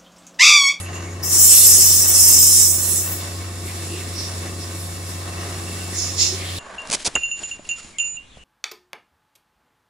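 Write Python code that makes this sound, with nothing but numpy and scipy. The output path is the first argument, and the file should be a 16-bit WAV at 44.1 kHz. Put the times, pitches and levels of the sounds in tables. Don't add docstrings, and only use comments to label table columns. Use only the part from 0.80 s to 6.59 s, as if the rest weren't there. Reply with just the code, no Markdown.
import sys
import numpy as np
from scipy import signal
from scipy.fft import rfft, irfft
from scipy.io import wavfile
from scipy.ndimage import uniform_filter1d

SR = 44100
rng = np.random.default_rng(int(sys.argv[2]) if len(sys.argv) > 2 else 0)


def bounce(signal):
    frames = np.transpose(np.atleast_2d(signal))
    limited = np.clip(frames, -1, 1)
    pcm = np.round(limited * 32767).astype(np.int16)
    wavfile.write(sys.argv[1], SR, pcm)


N = 255266
T = np.arange(N) / SR
FREQ = np.maximum(np.arange(N // 2 + 1) * SR / N, 1)

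# f/Hz, left-right correlation
STEREO_LIKENESS = [(130, 0.85), (290, 1), (640, 0.56), (1410, 0.098), (2400, 0.46), (6800, 0.56),
                   (15000, 0.8)]
# f/Hz, left minus right/dB
PORT_BALANCE = [(100, 0.8), (400, 1), (700, 0.5), (4400, 0), (5900, 1.5), (6700, -1), (8500, -4.5),
                (10000, -1), (11200, -3.5), (12500, 4), (15000, 2.5)]

# multiple of the two-turn engine cycle, relative level/dB
EXHAUST_PARTIALS = [(4, -24), (5, -27), (9, -21.5), (10, -19.5), (11, -16.5), (12, -15), (15, -22),
                    (16, -20.5), (18, -20.5), (22, -16.5), (23, -33), (24, -22.5), (28, -19.5), (35, -22),
                    (37, -21), (46, -22), (72, -23)]
# f/Hz, relative level/dB
ROAR_EQ = [(20, -27), (35, -22), (55, -0.5), (90, 4.5), (120, -3), (165, 0.5), (290, -1), (350, 5.5),
           (410, -2), (455, -6), (490, -3), (600, -13), (900, -10), (2000, -66)]
# f/Hz, relative level/dB
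CLATTER_EQ = [(300, -2.5), (600, 2), (710, 5.5), (900, -3), (1050, 2), (1200, 5.5), (1400, -2), (1650, -1),
              (1880, 4), (2080, -2), (2500, -9), (3200, -9), (6000, -8), (14000, -31)]
# f/Hz, width/Hz, boost/dB
PANEL_MODES = [(1030, 32, 4.5), (1525, 9.4, 14.5), (2225, 37, 13.5), (2672, 65, 17), (2865, 28, 11.5)]
# t/s, half length/s, boost/dB
RATTLE_CUES = [(0.246, 0.46, 3), (1.012, 0.16, 1.5), (1.296, 0.16, 4.5), (1.527, 0.068, 5),
               (2.284, 0.048, 4.5), (3.658, 0.048, 5.5), (4.667, 0.25, 4), (5.635, 0.084, 2.5)]
# t/s, level/dB
KNOCK_CUES = [(.44, -37), (3.14, -36), (4.66, -44), (5.527, -33)]
# t/s, half length/s, level/dB, f/Hz
SCRAPE_CUES = [(0.145, 0.021, -51, 1960), (.92, 0.18, -44, 2080), (2.892, 0.039, -40, 2300),
               (2.99, .014, -44, 1980), (3.178, 0.05, -43.5, 2750), (3.22, 0.06, -45, 1960),
               (3.665, 0.022, -43, 1900), (4.715, 0.031, -43, 1250), (5.155, 0.035, -41, 1920),
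               (5.635, 0.04, -37.5, 2340), (5.69, 0.067, -37, 3450), (5.785, 0.03, -35, 3720)]
# t/s, half length/s, level/dB, f/Hz
SQUEAL_CUES = [(0.066, 0.015, -38, 2660), (0.167, 0.036, -41, 2750), (0.27, 0.041, -45, 2220),
               (0.74, 0.031, -31.5, 2680), (.86, 0.11, -45, 2690), (1.554, 0.024, -41, 2670),
               (3.144, 0.1, -43, 2710), (3.374, 0.079, -49, 2200), (4.754, .025, -46, 2730),
               (4.89, 0.031, -44, 2720), (5.02, 0.039, -43, 2800), (5.294, 0.031, -43, 2680),
               (5.455, 0.031, -38, 2740)]

# f/Hz, width/Hz, relative level/dB
LEAK_MODES = [(5570, 170, -14), (6800, 590, -0.5), (7400, 300, -17), (8750, 230, -7.5), (10900, 600, -15),
              (12240, 100, -10)]
# t/s, level/dB, decay/s
LEAK_CUES = [(0, -41, 0.06), (.16, -38, 0.15)]
# t/s, level/dB
DUST_FADER = [(0, -57), (.4, -46), (2.45, -33.5), (2.7, -37.5), (3.05, -34), (3.6, -34.5), (3.75, -38),
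              (3.9, -36), (4.5, -37), (5.1, -34.5)]
# f/Hz, relative level/dB
DUST_EQ = [(1500, -40), (2400, 0), (3100, -4), (3500, 4.5), (4600, 2.5), (5400, 6), (6050, 3), (6400, -1),
           (6900, 7), (8500, 3.5), (10500, 4.5), (11500, -3.5), (13700, -5.5), (15500, -11)]
# t/s, decay/s, level/dB, low edge/Hz, high edge/Hz
GUST_CUES = [(0, 0.045, -33, 7740, 11600), (2.87, 0.058, -36.5, 6340, 13000), (3.058, .1, -40, 6300, 11000),
             (4.016, 0.15, -39.5, 8000, 13000), (4.298, 0.054, -37.5, 4900, 13000),
             (5.165, 0.13, -39, 9000, 10900), (5.677, 0.51, -37, 1660, 5000)]
# f/Hz, width/Hz, gain/dB
OUTLET_MODES = [(3900, 90, -4), (4200, 120, 2), (4580, 400, -2), (5042, 60, 6), (5141, 50, 4),
                (5314, 80, 7), (5573, 70, 4), (6450, 200, -3), (7093, 60, 4)]
# t/s, decay/s, level/dB, high edge/Hz, rush re spurt/dB
SPURT_CUES = [(3.397, 0.09, -28.5, 6050, -8.5), (3.818, 0.037, -36, 6070, -7),
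              (5.2, 0.12, -23.5, 7480, -12), (5.416, 0.075, -15, 7440, -7)]
# f/Hz, relative level/dB
SPURT_RUSH_EQ = [(1300, -46), (1900, -3.5), (3100, -2.5), (3600, 6.5), (4700, 12), (5600, -43), (6500, -42)]

# t/s, f/Hz
WHISTLE_GLIDE = [(.56, 16400), (.64, 13900), (.73, 12350), (.88, 11900), (1.02, 13180), (1.15, 14880),
                 (1.3, 14200), (1.6, 13780), (1.82, 13980), (2.04, 16000)]
# f/Hz, nominal width/Hz, relative level/dB
RASP_BANDS = [(3610, 400, -4), (4060, 240, -3), (4450, 420, 0)]
# t/s, half length/s, level/dB, f/Hz, left minus right/dB
FLARE_CUES = [(0.62, 0.028, -19.5, 6700, 0), (0.81, 0.064, -16.5, 10600, -6),
              (1.387, 0.034, -17.5, 10800, -4), (2.117, 0.056, -26.5, 10200, -13)]
# f/Hz, relative level/dB
RUSH_EQ = [(1000, -55), (1800, 2), (2400, -1), (2720, 5.5), (3050, -27), (3700, -13), (4200, -25),
           (4500, 16), (4800, 3), (5500, -41)]
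# f/Hz, width/Hz, gain/dB
HOLLOW_EQ = [(2715, 70, 2), (3100, 120, -2), (3480, 130, 1), (3720, 70, 2), (4000, 110, 2), (4340, 90, 2),
             (4790, 100, -4)]
# t/s, gain/dB
RUSH_FADER = [(.42, -23), (.52, -3), (.62, -7), (.72, -0.5), (.82, 0.5), (1.08, 2), (1.15, -3), (1.36, -1),
              (1.65, -2.5), (1.8, 1.5), (1.93, -8.5), (2.1, -8), (2.45, -30)]
# f/Hz, relative level/dB
JET_TOP_EQ = [(9500, -40), (10700, -7), (11100, 2), (12400, 1.5), (13000, -2.5), (13600, -4), (14200, -2.5),
              (15000, -1), (15700, 1)]
# f/Hz, relative level/dB
JET_EQ = [(4500, -65), (4800, -34), (5020, 4), (5900, 2.5), (6450, 2), (7400, 4), (8400, 2.3), (9400, 3),
          (10550, 0), (10800, -2), (11600, -22), (13000, -50)]
# f/Hz, width/Hz, boost/dB
PIPE_MODES = [(5636, 60, 3.5), (5898, 80, 5), (6222, 60, 3), (7294, 40, 3), (7432, 80, 4), (7564, 40, 3),
              (7980, 50, 5), (8115, 50, 3), (8374, 50, 3.5), (9210, 50, 3), (10325, 40, 4), (10626, 40, 6)]
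# t/s, gain/dB
EDGE_FADER = [(.45, 4.5), (.62, -6), (.72, -3.5), (.95, 0), (1.85, -0.5), (2.05, -6.5), (2.3, -5.5)]
# t/s, level re full flow/dB
AIR_FLOW = [(.41, -31), (.46, -16.5), (.51, -9), (.6, 1.9), (.7, -1), (.8, -0.5), (1.02, -1.5),
            (1.15, -5.5), (1.31, -7), (1.4, -2), (1.53, -1.2), (1.83, -3.5), (1.92, -8), (2.0, -12.5),
            (2.14, -11), (2.33, -20), (2.5, -18)]
# t/s, left minus right/dB
BLAST_PAN = [(.44, 3), (.7, 0), (1.2, 0), (1.75, -0.5), (1.97, -4), (2.15, -1.5), (2.32, 1)]

CUT_ON_HZ = 4970
SURGE_S, SURGE_HALF_S = 0.764, 0.091


def undb(db):
    return 10 ** (np.asarray(db) / 20)


def unit(x):
    return x / np.sqrt(np.mean(x ** 2))


def pan(db):
    return undb(np.outer([1, -1], db) / 2)


def automation(points):
    return np.interp(T, *np.transpose(points))


def hump(s, half_s):
    return np.exp(-((T - s) / half_s) ** 2)


def swell(s, rise_s, fall_s):
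    return np.where(T < s, hump(s, rise_s), np.exp(-np.abs((T - s) / fall_s) ** 1.24))


def walk(rate):
    hold = max(int(SR / rate), 2)
    steps = np.repeat(rng.standard_normal(N // hold + 1), hold)
    return 1.486 * uniform_filter1d(uniform_filter1d(steps, hold), hold)[:N]


def across(points):
    hz, value = np.transpose(points)
    return np.interp(np.log(FREQ), np.log(np.sort(hz)), value)


def bell(hz, width):
    return 1 / (1 + (2 * (FREQ - hz) / width) ** 2)


def bell_eq(bells):
    return sum(lift_db * bell(hz, width) for hz, width, lift_db in bells)


def colour(x, eq, bells=()):
    return unit(irfft(rfft(x) * undb(across(eq) + bell_eq(bells)), N))


def turbulence():
    mid, side = rfft(rng.standard_normal((2, N)))
    likeness = np.clip(across(STEREO_LIKENESS), -1, 1)
    mid, side = mid * np.sqrt(1 + likeness), side * np.sqrt(1 - likeness)
    return unit(irfft([mid + side, mid - side], N))


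def ringing(response):
    return unit(irfft(rfft(turbulence()) * response, N))


def outlet(low_hz, high_hz, order=30):
    band = 1 / np.sqrt(1 + (low_hz / FREQ) ** (2 * order) + (FREQ / high_hz) ** (4 * order))
    return ringing(band * undb(bell_eq(OUTLET_MODES)))


def shimmer(x, depth_db=2.4, hold_s=.025, size=512):
    bands = signal.stft(x, nperseg=size)[2]
    ripple = rng.standard_normal(bands.shape[1:])
    frames = max(int(hold_s * SR / (size / 2)), 1)
    for _ in range(2):
        ripple = uniform_filter1d(uniform_filter1d(ripple, frames, axis=1), size=2, axis=0)
    return unit(signal.istft(bands * undb(depth_db * unit(ripple)), nperseg=size)[1][:, :N])


def scatter(x, echo_db, spread_s, count=14):
    response = np.zeros((2, N))
    for side in response:
        lag = rng.uniform(.002, spread_s, count)
        taps = unit(rng.standard_normal(count) * np.exp(-lag / spread_s))
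        side[(lag * SR).astype(int)] = undb(echo_db) * taps / np.sqrt(count)
    response[:, 0] = 1
    return irfft(rfft(x) * rfft(response), N) / np.sqrt(1 + undb(2 * echo_db))


def exhaust(firing_hz=91, cylinders=6, tone_db=-32, partials_db=-33, roar_db=-40):
    firings = np.cumsum(firing_hz * (1 + 0.001876 * walk(2))) / SR
    cycle = 2 * np.pi * firings / cylinders
    drift_db = 0.5 * walk(5.16)
    tone = np.sqrt(2) * np.sin(cylinders * cycle) * undb(tone_db + 0.18 * walk(14))
    partials = 0
    for multiple, db in EXHAUST_PARTIALS:
        gain = undb(db + 1.77 * walk(7))
        phase = multiple * cycle + rng.uniform(0, 2 * np.pi)
        blur = 0.02 * multiple * walk(9)
        partials = partials + gain * np.sin(phase + blur)
    partials = np.sqrt(2) * partials * undb(partials_db + drift_db)
    puffs = np.exp(-(firings % 1) / 0.75) * undb(2.9 * walk(70))
    roar = colour(turbulence() * (0.52 + puffs), ROAR_EQ) * undb(roar_db + drift_db)
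    duck = undb(-5 * hump(SURGE_S, SURGE_HALF_S))
    return (tone + partials + roar) * duck


def clatter(level_db=-40):
    rattle_db = sum(db * hump(s, half_s) for s, half_s, db in RATTLE_CUES)
    panels = colour(turbulence() * undb(1.2 * walk(300)), CLATTER_EQ, PANEL_MODES)
    return panels * undb(level_db + rattle_db + 1.22 * walk(14))


def knocks(attack_s=.004, decay_s=.06):
    blows = sum(undb(db) * np.exp(-np.abs(T - s) / np.where(T < s, attack_s, decay_s))
                for s, db in KNOCK_CUES)
    return ringing(bell(hz=377, width=80)) * blows


def scrapes(grains_per_s=2200, spread_db=1):
    out = 0
    for s, half_s, db, hz in SCRAPE_CUES:
        grains = (rng.random(N) < grains_per_s / SR) * undb(spread_db * rng.standard_normal(N))
        peak = signal.iirpeak(hz, Q=2.7, fs=SR)
        crunch = unit(signal.lfilter(*peak, signal.lfilter(*peak, grains)))
        out = out + crunch * hump(s, half_s) * undb(db)
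    return out


def squeals(width_hz=130):
    out = 0
    for s, half_s, db, hz in SQUEAL_CUES:
        ring = signal.lfilter(*signal.iirpeak(hz, hz / width_hz, fs=SR), rng.standard_normal(N))
        out = out + unit(ring) * hump(s, half_s) * undb(db)
    return out


def leak(rise_s=0.046):
    hiss = ringing(sum(undb(db) * bell(hz, width) for hz, width, db in LEAK_MODES))
    envelope = sum(undb(db) * swell(s, rise_s, decay_s) for s, db, decay_s in LEAK_CUES)
    return hiss * envelope * undb(2 * walk(63))


def dust(rise_share=0.6):
    hiss = colour(turbulence() * undb(1.2 * walk(900)), DUST_EQ)
    hiss = hiss * undb(automation(DUST_FADER) + .5 * walk(24.48))
    gusts = sum(outlet(low_hz, high_hz) * swell(s, rise_share * decay_s, decay_s) * undb(db)
                for s, decay_s, db, low_hz, high_hz in GUST_CUES)
    return hiss + gusts


def spurts(rise_share=0.45, spray_db=-14.5):
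    out = 0
    for s, decay_s, db, high_hz, rush_db in SPURT_CUES:
        ring = outlet(CUT_ON_HZ, high_hz) * pan(db=-5)
        body = colour(turbulence(), SPURT_RUSH_EQ, OUTLET_MODES) * undb(rush_db)
        spray = colour(turbulence(), DUST_EQ) * undb(spray_db)
        out = out + (ring + body + spray) * swell(s, rise_share * decay_s, decay_s) * undb(db)
    return out


def whistle(jitter_hz=40, fade_db_per_s=3, skew_rad=.7):
    start_s, end_s = WHISTLE_GLIDE[0][0], WHISTLE_GLIDE[-1][0]
    hz = uniform_filter1d(automation(WHISTLE_GLIDE), size=SR // 25) + jitter_hz * walk(300)
    phase = 2 * np.pi * np.cumsum(hz) / SR
    gate = np.clip(np.minimum(T - start_s, end_s - T) / .06, 0, 1)
    level_db = -16 + .58 * automation(AIR_FLOW) - fade_db_per_s * (T - start_s) + 2.2 * walk(59.7)
    return np.sqrt(2) * np.sin([phase, phase - skew_rad]) * undb(level_db) * gate


def rasp(level_db=-28, rough_db=3):
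    bands = ringing(sum(undb(db) * bell(hz, width) ** 2 for hz, width, db in RASP_BANDS))
    return unit(bands * undb(rough_db * walk(300))) * hump(SURGE_S, SURGE_HALF_S) * undb(level_db)


def flares():
    return sum(ringing(bell(hz, width=2800) ** 2) * pan(pan_db) * hump(s, half_s) * undb(db)
               for s, half_s, db, hz, pan_db in FLARE_CUES)


def pipe_wall(low_hz=2850, high_hz=4560, count=11, jitter_hz=28, tilt_db=6, flare_db=3.5):
    out = 0
    for place in np.linspace(0, 1, count):
        detune = 1 + .005 * (rng.standard_normal() + walk(5))
        hz = (low_hz + place * (high_hz - low_hz)) * detune
        phase = 2 * np.pi * np.cumsum(hz + jitter_hz * walk(150)) / SR
        mode = np.sin([phase, phase + .4 * rng.standard_normal()])
        out = out + mode * undb(tilt_db * place + flare_db * walk(30))
    return unit(out)


def rush(air_db=-38.3, wall_db=-34.3, surge_db=5):
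    air = shimmer(colour(turbulence(), RUSH_EQ, HOLLOW_EQ)) * undb(air_db)
    wall = pipe_wall() * undb(wall_db)
    ride_db = automation(RUSH_FADER) + surge_db * hump(SURGE_S, SURGE_HALF_S)
    return (air + wall) * undb(ride_db + 1.2 * walk(50.7))


def jet_top(flow_db, level_db=-14.2, flow_slope=0.52):
    sheen = shimmer(colour(turbulence(), JET_TOP_EQ))
    dip_db = -2 * hump(SURGE_S, half_s=0.18)
    return sheen * undb(level_db + flow_slope * flow_db + dip_db + 1.2 * walk(40.5))


def jet(flow_db, level_db=-8.5, edge_top_hz=6380):
    core = shimmer(colour(turbulence(), JET_EQ, PIPE_MODES))
    edge = irfft(rfft(core) / (1 + (FREQ / edge_top_hz) ** 20), N)
    shelved = core + edge * (undb(automation(EDGE_FADER)) - 1)
    return shelved * undb(level_db + flow_db + 0.8 * walk(45.2))


def blast(open_s=0.422, attack_s=0.013, shut_s=2.424, release_s=0.1, sputter_db=1.4, spit_db=-26):
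    flow_db = automation(AIR_FLOW)
    starved = np.clip(flow_db / -9, 0, 1) ** 2
    flow_db = flow_db + sputter_db * starved * walk(55)
    valve = np.clip((T - open_s) / attack_s, 0, 1) * np.clip((shut_s - T) / release_s, 0, 1)
    air = jet(flow_db) + jet_top(flow_db) + rush()
    spit_envelope = swell(open_s + attack_s, attack_s / 2, fall_s=0.017)
    spit = outlet(CUT_ON_HZ, high_hz=6350) * spit_envelope * undb(spit_db)
    return (air * valve + spit) * pan(automation(BLAST_PAN))


def scene():
    air = blast() + flares() + rasp() + whistle() + dust() + leak() + spurts()
    air = scatter(air, echo_db=-1.5, spread_s=.028, count=24)
    steel = scatter(scrapes() + squeals(), echo_db=-5.5, spread_s=.015)
    return exhaust() + clatter() + knocks() + air + steel


def record(dry, left_lag_s=2.8e-5, ceiling=.93, top_hz=15720):
    left_over_right = undb(across(PORT_BALANCE)) * np.exp(-2j * np.pi * FREQ * left_lag_s)
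    response = np.array([left_over_right, np.ones(len(FREQ))]) / np.sqrt(np.abs(left_over_right))
    ports = irfft(rfft(dry) * response, N)
    high_cut = signal.ellip(12, .1, 80, top_hz, fs=SR, output="sos")
    return signal.sosfilt(high_cut, np.clip(ports, -ceiling, ceiling))


dry = scene()
out = record(dry)
bounce(out)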